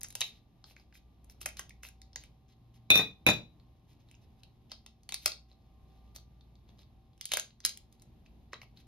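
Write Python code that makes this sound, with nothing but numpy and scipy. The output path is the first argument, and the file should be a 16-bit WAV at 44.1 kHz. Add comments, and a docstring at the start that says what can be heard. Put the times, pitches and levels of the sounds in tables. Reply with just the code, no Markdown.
"""A dining table in a quiet home, close to a phone: hands crack a crab leg and pull it apart.
Each brittle fracture is a short noise burst, coloured by the piece of shell it frees; sliding
fingers add friction noise and faint crackle. Steel kitchen shears are laid down twice at the left,
and each bounce excites the modes of the blades and the wooden table. The room reverberates
briefly, and a fridge hums far off under its hush."""
import sys
import numpy as np
from scipy import signal
from scipy.fft import rfft, irfft
from scipy.io import wavfile
from scipy.ndimage import uniform_filter1d

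SR = 44100
rng = np.random.default_rng(int(sys.argv[2]) if len(sys.argv) > 2 else 0)


def to_wav(s):
    """Save 16-bit WAV."""
    ch = np.atleast_2d(s).T  # columns
    pcm = np.round(np.clip(ch, -1, 1) * 32767)  # PCM
    wavfile.write(sys.argv[1], SR, pcm.astype(np.int16))


N = 391166

# spectrum of the room's hush: (frequency [Hz], relative density [dB])
HUSH_SPECTRUM = [(12, -36.5), (20, -11.5), (53, 1.5), (143, -3.5), (361, -14), (492, -22.5), (772, -19.5),
                 (913, -23), (1470, -36), (2890, -34), (3720, -34), (5500, -43.5), (9000, -46),
                 (13500, -45), (16500, -59)]
# likeness of left and right in far sound: (frequency [Hz], coherence [0-1])
COHERENCE = [(30, 1), (60, .95), (130, .88), (290, .8), (640, .6), (1400, .15), (3000, .25), (15000, .1)]
# partials of the fridge: (frequency [Hz], mean level [dB])
FRIDGE_PARTIALS = [(59.2, -66), (118.4, -70.5), (226.1, -78), (769.8, -84), (1066, -91), (1184, -92.5)]
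# fingers sliding on wet shell: (time [s], level [dB], relative treble [dB], duration [s])
SLIDES = [(-0.003, -58.5, 27, .14), (0.169, -64.5, 4, .15), (0.286, -71.5, -14, 0.12),
          (0.645, -70, 0.5, 0.1), (.747, -75.5, -5, 0.092), (0.931, -68.5, 2, 0.06),
          (1.289, -77.5, 12, 0.045), (1.402, -59.5, 4, 0.039), (1.562, -57.5, -4, 0.06),
          (1.821, -63, 5.5, 0.072), (2.178, -67.5, -10.5, 0.096), (2.476, -76, -12, 0.072),
          (2.732, -76, -1.5, 0.054), (3.869, -78.5, -2.5, 0.087), (3.988, -78, -13.5, 0.036),
          (4.066, -81, -6, 0.09), (4.209, -81.5, -3, 0.05), (4.371, -85.5, -6, 0.043),
          (4.696, -63.5, -22, 0.05), (5.196, -64.5, 1, 0.12), (5.477, -81, -17, 0.066),
          (5.584, -95, -17, .12), (5.855, -86, -10.5, 0.16), (6.018, -88, -14.5, .1),
          (6.144, -62.5, 6.5, 0.034), (6.68, -76, -12, 0.032), (6.773, -72.5, -8, 0.063),
          (7.187, -74, -16.5, 0.086), (7.294, -46.5, -25, 0.12), (7.629, -53, -25, .072),
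          (7.91, -86.5, 5, .05), (7.998, -95, 1, .044), (8.25, -77.5, -19.5, 0.026),
          (8.515, -67, -21, 0.044), (8.61, -69.5, -2, 0.041), (8.754, -71, -6, 0.078)]
# spectrum of the rubbing: (frequency [Hz], relative density [dB])
FRICTION_SPECTRUM = [(800, -25), (2000, -5), (3700, 0), (6000, -5), (8000, -11), (11000, -11), (16000, -14)]
# distinct shell fractures:
# (time [s], level [dB], resonance [Hz], relative treble [dB], relative body [dB], T60 [s])
FRACTURES = [(0.0144, -33.5, 5250, 1, -25, 0.014), (0.0328, -31.5, 5000, 10.5, -30, 0.011),
             (0.0403, -36, 5670, -36, -31, 0.0076), (0.0444, -33, 5600, -22, -20, 0.03),
             (0.1042, -41.5, 4800, 7, -33, 0.029), (0.1261, -44, 5410, 8, -22, 0.012),
             (0.1531, -24.5, 5250, 4, -19.5, 0.022), (0.2074, -24, 3780, 5.5, -17.5, 0.03),
             (0.2154, -17, 3370, -7.5, -21.5, 0.014), (0.2234, -28.5, 2430, -41, -29, 0.0045),
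             (0.6419, -40.5, 4150, -25, -11, 0.015), (0.6664, -58, 3980, -14, -20, 0.01),
             (0.7103, -50.5, 2680, -20, -7, 0.01), (0.7652, -45.5, 2130, -21, -13, 0.0081),
             (0.7984, -53.5, 5030, -29, -7, 0.011), (0.9258, -51, 2200, -17, -16, 0.01),
             (0.9537, -47.5, 2100, -25, -22, 0.0089), (1.2446, -56, 5340, 10, -23, 0.013),
             (1.2989, -40.5, 5400, 1, -37, 0.0072), (1.4142, -41.5, 2970, 11.5, -9, 0.021),
             (1.4294, -53, 2780, 8, -9, 0.01), (1.4591, -24.5, 2310, 6, -12.5, 0.024),
             (1.4894, -38, 2720, 3, -31, 0.01), (1.5703, -36.5, 4830, 3, -22, 0.012),
             (1.5938, -28, 2310, 3.5, -13, 0.018), (1.6944, -44.5, 4060, 5, -19, 0.01),
             (1.707, -43, 2300, -26, -35, 0.015), (1.8327, -37.5, 2270, 3, -16, 0.026),
             (1.8494, -39.5, 2440, -36, -12, 0.013), (1.8876, -47, 2350, 9, -27, 0.017),
             (2.0173, -43.5, 4130, 1, -43, 0.01), (2.1311, -51, 4170, -11, -16, 0.022),
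             (2.1595, -25, 4700, -6, -21, 0.013), (2.2383, -43.5, 2430, 3, -18.5, 0.0079),
             (2.7422, -62.5, 3515, -12, -10.5, 0.01), (3.5987, -55, 3910, -22, -13, 0.011),
             (4.088, -55, 3750, -12, -19, 0.008), (4.1135, -50, 3030, 4, -29.5, 0.0094),
             (4.143, -52.5, 3080, -25, -32, 0.012), (4.1514, -51, 5470, -26, -31, 0.013),
             (4.4343, -44.5, 3430, -4, -43, 0.014), (4.7177, -27.5, 4100, -8, -18.5, 0.014),
             (4.8633, -38.5, 4120, 0, -17.5, 0.012), (5.0335, -54.5, 4100, 1, -23, 0.01),
             (5.0913, -31.5, 3300, 2.5, -20, 0.016), (5.1094, -48, 4450, -1, -13, 0.0083),
             (5.1228, -27, 3090, 4, -18.5, 0.015), (5.1432, -19.5, 4180, 2.5, -29, 0.012),
             (5.1624, -37, 4620, -21, -37, 0.01), (5.2284, -66, 4080, 7, -12, 0.01),
             (5.2594, -7.5, 5440, 0, -22, 0.019), (5.2794, -26, 4760, 6, -18, 0.01),
             (5.3193, -28, 4040, -35, -25, 0.013), (5.5156, -52, 3790, -31, -12, 0.0079),
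             (5.5298, -62.5, 4540, -27, -5, 0.01), (6.1619, -36.5, 3930, 4, -15, 0.015),
             (6.1854, -50.5, 3940, -28, -8, 0.0088), (6.4098, -53.5, 3880, -29.5, -21, 0.019),
             (6.5545, -54.5, 3910, -22, -23, 0.016), (6.6917, -54, 3660, -17, -5, 0.013),
             (6.791, -52.5, 4000, -25.5, -9, 0.011), (6.8324, -53.5, 4040, -29, -13.5, 0.011),
             (7.1327, -64, 3910, -28, -12, 0.01), (7.1786, -61, 3920, 6, -17, 0.0089),
             (7.2115, -29.5, 3970, 5, -35, 0.013), (7.2434, -41, 4040, -22, -36, 0.015),
             (7.2549, -29, 3930, 9, -50, 0.015), (7.2744, -49, 4820, -17, -38, 0.01),
             (7.2918, -43, 3700, 2, -31, 0.011), (7.3183, -20, 3360, -0.5, -18, 0.025),
             (7.3362, -17, 3540, 2, -15.5, 0.014), (7.3404, -36, 3220, 16, -14, 0.012),
             (7.3711, -22, 2140, 6.5, -10, 0.013), (7.3976, -22, 3750, 5, -27, 0.0056),
             (7.5064, -50, 3570, -21, -20, 0.013), (7.6036, -43, 4530, -5, -26, 0.014),
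             (7.6505, -12, 4120, 2, -27.5, 0.02), (7.6614, -24.5, 4940, 11, -51, 0.013),
             (7.6934, -28, 4400, 1, -36, 0.011), (7.7742, -41.5, 3560, 8.5, -33, 0.0073),
             (7.9264, -52.5, 4450, 5, -22, 0.012), (7.9977, -54, 4810, -2, -25, 0.0085),
             (8.0207, -54.5, 4210, 10, -18.5, 0.025), (8.2621, -52, 2610, -26, -16.5, 0.014),
             (8.532, -32.5, 2270, -10, -3.5, 0.014), (8.5414, -36.5, 3520, -45, -21, 0.0052),
             (8.6168, -40, 2430, -30, -13, 0.013), (8.6314, -54.5, 2480, -29, 5, 0.011),
             (8.7735, -46, 3840, -21, -23, 0.011)]
# shears striking the table: (time [s], steel level [dB], relative treble [dB], knock level [dB])
BOUNCES = [(2.9025, -7.5, -10.5, -23.5), (2.9132, -11.5, -23.5, -28.5), (2.9402, -13.5, -13.5, -34),
           (2.9547, -13, -6.5, -23), (2.9749, -15, -5.5, -32), (2.9918, -19, -15.5, -25),
           (3.0114, -32.5, -9, -35), (3.265, -6.5, -8.5, -18.5), (3.271, -13.5, -17, -20),
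           (3.2869, -12.5, -12, -19.5), (3.3005, -18.5, 0, -37.5), (3.3122, -24.5, -15.5, -31.5),
           (3.335, -43, -20, -59)]
# layings-down: (start [s], blade T60 factor [ratio], thud over knock [dB], time of rest [s])
LAYINGS = [(2.9, 0.56, -2.5, 3.02), (3.26, .2, 0, 3.32)]
# modes of the shears: (frequency [Hz], relative level [dB], base T60 [s])
STEEL_MODES = [(2480, 0, .16), (2557, -9, .13), (3531, -13, .16), (3610, -2, .17), (3911, -9, .23),
               (4010, -17, .13), (4300, -25, .13), (4953, -24, .12), (5745, -7, .14), (6930, -10, .11),
               (8866, -20, .1), (9512, -16, .11), (10170, -17, .1), (10960, -23, .1), (11845, -17, .12),
               (12770, -19, .1), (13520, -19, .12), (15500, -29, .1)]
# modes of the table: (frequency [Hz], relative level [dB], base T60 [s])
WOOD_MODES = [(58, -20, .3), (85, -17, .25), (118, -6, .16), (171, 4, .11), (235, -4, .09), (309, -3, .09),
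              (469, -2, .1), (575, -6, .07), (632, -5, .07), (772, -11, .06)]
# reverberant tail: (frequency [Hz], relative level [dB], T60 [s])
ROOM_BANDS = [(250, -3, .35), (660, -1, .24), (1740, -2, .21), (4000, 0, .25), (7500, -4, .2),
              (11000, -6, .18), (15000, -6, .16)]
# the phone's crossfeed: (frequency [Hz], share of the right channel drawn from the left [0-1])
CROSSFEED = [(4500, .02), (5600, .4), (7500, .8), (8500, .8), (9600, .75), (11500, .95), (13800, .75),
             (15500, .93)]
# the phone's phase shift: (frequency [Hz], lead of the right channel [rad])
PHASE_LEAD = [(2300, -.2), (3200, 1.4), (3900, .1), (4800, 1.5), (5300, .1), (5600, -1.8), (6300, -1.6),
              (7200, -2.9), (8600, -3.3), (10500, -5.1), (11700, -6.3), (13000, -7), (15000, -9.1),
              (16000, -9.4)]

BIN_HZ = np.fft.rfftfreq(N, 1 / SR)


def gain_of(db):
    """Amplitude ratio for a level in decibels."""
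    return 10 ** (np.asarray(db) / 20)


def unit_rms(x):
    """Normalises to an rms of 1."""
    return x / np.sqrt(np.mean(abs(x) ** 2) + 1e-20)


def unit_peak(x):
    """Normalises to a peak of 1."""
    return x / abs(x).max()


def curve_at(points, hz):
    """Interpolates a table on a logarithmic frequency axis."""
    f, value = np.transpose(points)
    return np.interp(np.log(hz + 1), np.log(f + 1), value)


def add(mix, start_s, sound):
    """Superposes a sound on the mix."""
    part = mix[round(start_s * SR):][:len(sound)]
    part += sound[:len(part)]


def band(burst, low_hz, high_hz):
    """Band-pass filters a burst, to a peak of 1."""
    sos = signal.butter(3, [low_hz, high_hz], "band", fs=SR, output="sos")
    return unit_peak(signal.sosfilt(sos, burst))


def drift(top_hz):
    """Slow fluctuation of rms 1: a sum of sinusoids in random phase."""
    t = np.arange(0, N, 256) / SR
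    rates_hz = np.geomspace(top_hz / 20, top_hz, 16)
    waves = sum(np.sin(2 * np.pi * (f * t + rng.random())) / np.sqrt(f) for f in rates_hz)
    return np.interp(np.arange(N) / SR, t, unit_rms(waves))


def diffuse_pair(left, other, hz):
    """Partial coherence: two independent spectra blend into a stereo pair, alike in the bass."""
    coherence = curve_at(COHERENCE, hz)
    return np.array([left, coherence * left + np.sqrt(1 - coherence ** 2) * other])


def room_hush():
    """Diffuse background noise, strongest in the bass, its level wandering slightly."""
    spectra = diffuse_pair(*rfft(rng.standard_normal((2, N))), BIN_HZ)
    air = irfft(spectra * gain_of(curve_at(HUSH_SPECTRUM, BIN_HZ)), N)
    return gain_of(-62.5 + 1.6 * drift(8)) * unit_rms(air)


def fridge_hum():
    """A line spectrum whose partials waver by slow amplitude and phase modulation."""
    t, hum = np.arange(N) / SR, np.zeros(N)
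    for hz, db in FRIDGE_PARTIALS:
        amplitude = np.sqrt(2) * gain_of(db + 4 * drift(4))
        hum += amplitude * np.sin(2 * np.pi * hz * t + hz / 900 * drift(11))
    return hum


def finger_friction(idle_db=-89, ticks_per_s=150, crossover_hz=7000):
    """Sliding friction: broadband noise, strewn with tiny wet ticks, swells with each slide."""
    ticks = gain_of(1.2 * np.minimum(rng.exponential(1, N), 3)) * (rng.random(N) < ticks_per_s / SR)
    ticks = signal.lfilter([1], [1, -.97], ticks)  # each lasts about a millisecond
    noise = rng.standard_normal(N) * (1 + 0.38 * unit_rms(ticks))
    rub = rfft(noise) * gain_of(curve_at(FRICTION_SPECTRUM, BIN_HZ))
    lowpass = 1 / (1 + (BIN_HZ / crossover_hz) ** 4)
    dull = np.full(N, gain_of(idle_db))  # the hands are never quite still
    bright = np.full(N, gain_of(idle_db - 8))
    for start_s, db, treble_db, length_s in SLIDES:
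        swell = signal.windows.tukey(round(length_s * SR), .6)
        add(dull, start_s, gain_of(db) * swell)
        add(bright, start_s, gain_of(db + treble_db) * swell)
    return dull * unit_rms(irfft(rub * lowpass, N)) + bright * unit_rms(irfft(rub * (1 - lowpass), N))


def microfractures(per_slide=2, body_db=-18, t60=0.0036):
    """Rows of faint fractures at random moments of each slide, louder under a firmer one."""
    start_s, slide_db, treble_db, length_s = np.repeat(SLIDES, per_slide, axis=0).T
    when, size, pitch = rng.random((len(start_s), 3)).T
    times_s = np.maximum(start_s + when * length_s, .01)
    level_db = -61.5 + 0.35 * (slide_db + 67) + 3 * (2 * size - 1)
    hz = 3000 + pitch * (5868 - 3000)
    return [(*row, body_db, t60) for row in zip(times_s, level_db, hz, treble_db)]


def shell_cracks(fractures, rise_s=0.00021):
    """Brittle fracture: a quick run of tiny breaks excites the resonance of the freed piece."""
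    out, t = np.zeros(N), np.arange(1024) / SR
    for start_s, db, hz, treble_db, body_db, t60 in fractures:
        noise, roughness = rng.standard_normal((2, len(t)))
        breaks = noise * gain_of(0.3 * roughness - 60 * t / t60) * np.minimum(t / rise_s, 1)
        dull_db = min(treble_db, 0)
        width = max(1.45 + dull_db / 120, 1.18)  # dull pops are pitched, bright snaps are wide
        piece = band(breaks, hz / width, hz * width)
        snap = unit_peak(piece + gain_of(.12 * dull_db) * band(breaks, 1900, 6500))
        treble = gain_of(treble_db) * (band(breaks, 6500, 16200) + band(breaks, 6500, 11500)) / 2
        body = gain_of(body_db) * band(breaks, 420, 1300)
        add(out, start_s - .0005, gain_of(db) * (snap + treble + body))
    return out


def struck_modes(modes, t60_factor, coupling, rise_s=.0015):
    """Damped free vibration, a row per mode; the point of impact sets each one's strength and sign."""
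    hz, db, t60 = np.transpose(modes)[:, :, None]
    t = np.arange(SR // 4) / SR
    envelope = gain_of(db + 3.1 * coupling[:len(hz), None] - 60 * t / (t60 * t60_factor))
    phase = np.pi * (coupling[-len(hz):, None] > 0)
    return envelope * np.sin(2 * np.pi * hz * t + phase) * np.minimum(t / rise_s, 1)


def bouncing_shears(rest_db_per_s=-600, right_delay_s=0.00024):
    """Impact excitation: at each bounce the blades ring, the plastic handles smack, the table thuds."""
    steel, wood = np.zeros(N), np.zeros(N)
    burst_t, ring_t = np.arange(2048) / SR, np.arange(SR // 4) / SR
    is_treble = np.array(STEEL_MODES)[:, 0] > 4700
    for start_s, db, treble_db, knock_db in BOUNCES:
        noise = rng.standard_normal(len(burst_t))
        _, t60_factor, thud_db, rest_s = LAYINGS[int(start_s > LAYINGS[1][0])]
        # hand and table damp the blades, faster once they lie flat; the free ends ring on faintly
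        settling = gain_of(rest_db_per_s * np.maximum(start_s + ring_t - rest_s, 0))
        blades = settling * struck_modes(STEEL_MODES, t60_factor, noise)
        blades += gain_of(-32) * struck_modes(STEEL_MODES, 1.6, noise)
        low, high = unit_peak(blades[~is_treble].sum(0)), unit_peak(blades[is_treble].sum(0))
        add(steel, start_s, gain_of(db) * (low + gain_of(treble_db) * high))
        smack = band(noise * np.exp(-burst_t / 0.011), 1800, 9000)
        add(steel, start_s, gain_of(knock_db - 4.5) * smack)
        knock = band(noise[::-1] * np.exp(-burst_t / 0.0088), 350, 2200)
        add(wood, start_s, gain_of(knock_db) * knock)
        thud = struck_modes(WOOD_MODES, 0.78, noise[100:], rise_s=0.0031).sum(0)
        add(wood, start_s, gain_of(knock_db + thud_db) * unit_peak(thud))
    steel *= 1 + .2 * unit_rms(uniform_filter1d(rng.standard_normal(N), 300))  # the loose pivot chatters
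    delayed = np.roll(steel, round(right_delay_s * SR))  # longer path to the right microphone
    return np.array([steel + wood, delayed + wood])


def reverberation(source):
    """Reflections of random sign form a tail in which each band decays exponentially at its own rate."""
    size = SR // 2
    reflections = np.zeros((2, size))
    arrivals = np.arange(100, size - 10, 10) + rng.integers(0, 10, (2, (size - 101) // 10))
    np.put_along_axis(reflections, arrivals, rng.choice([-1., 1.], arrivals.shape), 1)
    hz, t, spectra = signal.stft(reflections, SR, nperseg=256)
    hz, bands = hz[:, None], np.array(ROOM_BANDS)
    decay_db = curve_at(bands[:, [0, 1]], hz) - 60 * t / curve_at(bands[:, [0, 2]], hz)
    tail = signal.istft(diffuse_pair(*spectra, hz) * gain_of(decay_db), SR, nperseg=256)[1]
    return signal.fftconvolve(source, tail / np.linalg.norm(tail[0]), axes=1)[:, :N]


def scene():
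    """Superposition of the direct sounds, their reverberation and the background."""
    shell = shell_cracks(FRACTURES + microfractures()) + finger_friction()
    shears = bouncing_shears()
    tails = reverberation(gain_of(-8) * shell + gain_of(-6.5) * shears)
    return shell + shears + tails + room_hush() + fridge_hum()


def record(dry):
    """Crossfeed: the phone blends left treble into the right, shifts its phase, then band-limits both."""
    left, right = rfft(dry)
    share = curve_at(CROSSFEED, BIN_HZ)
    hz, lead_rad = np.transpose([(0.0085, 0.0069)] + PHASE_LEAD)  # nearly in phase at the lowest bass
    right = (share * left + (1 - share) * right) * np.exp(1j * np.interp(BIN_HZ, hz, lead_rad))
    pair = irfft(np.array([left, right]), N)
    lowpass = signal.firwin(511, cutoff=16550, window=("kaiser", 9), fs=SR)
    return signal.oaconvolve(pair, lowpass[None], "same")


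dry = scene()
out = record(dry)
to_wav(out)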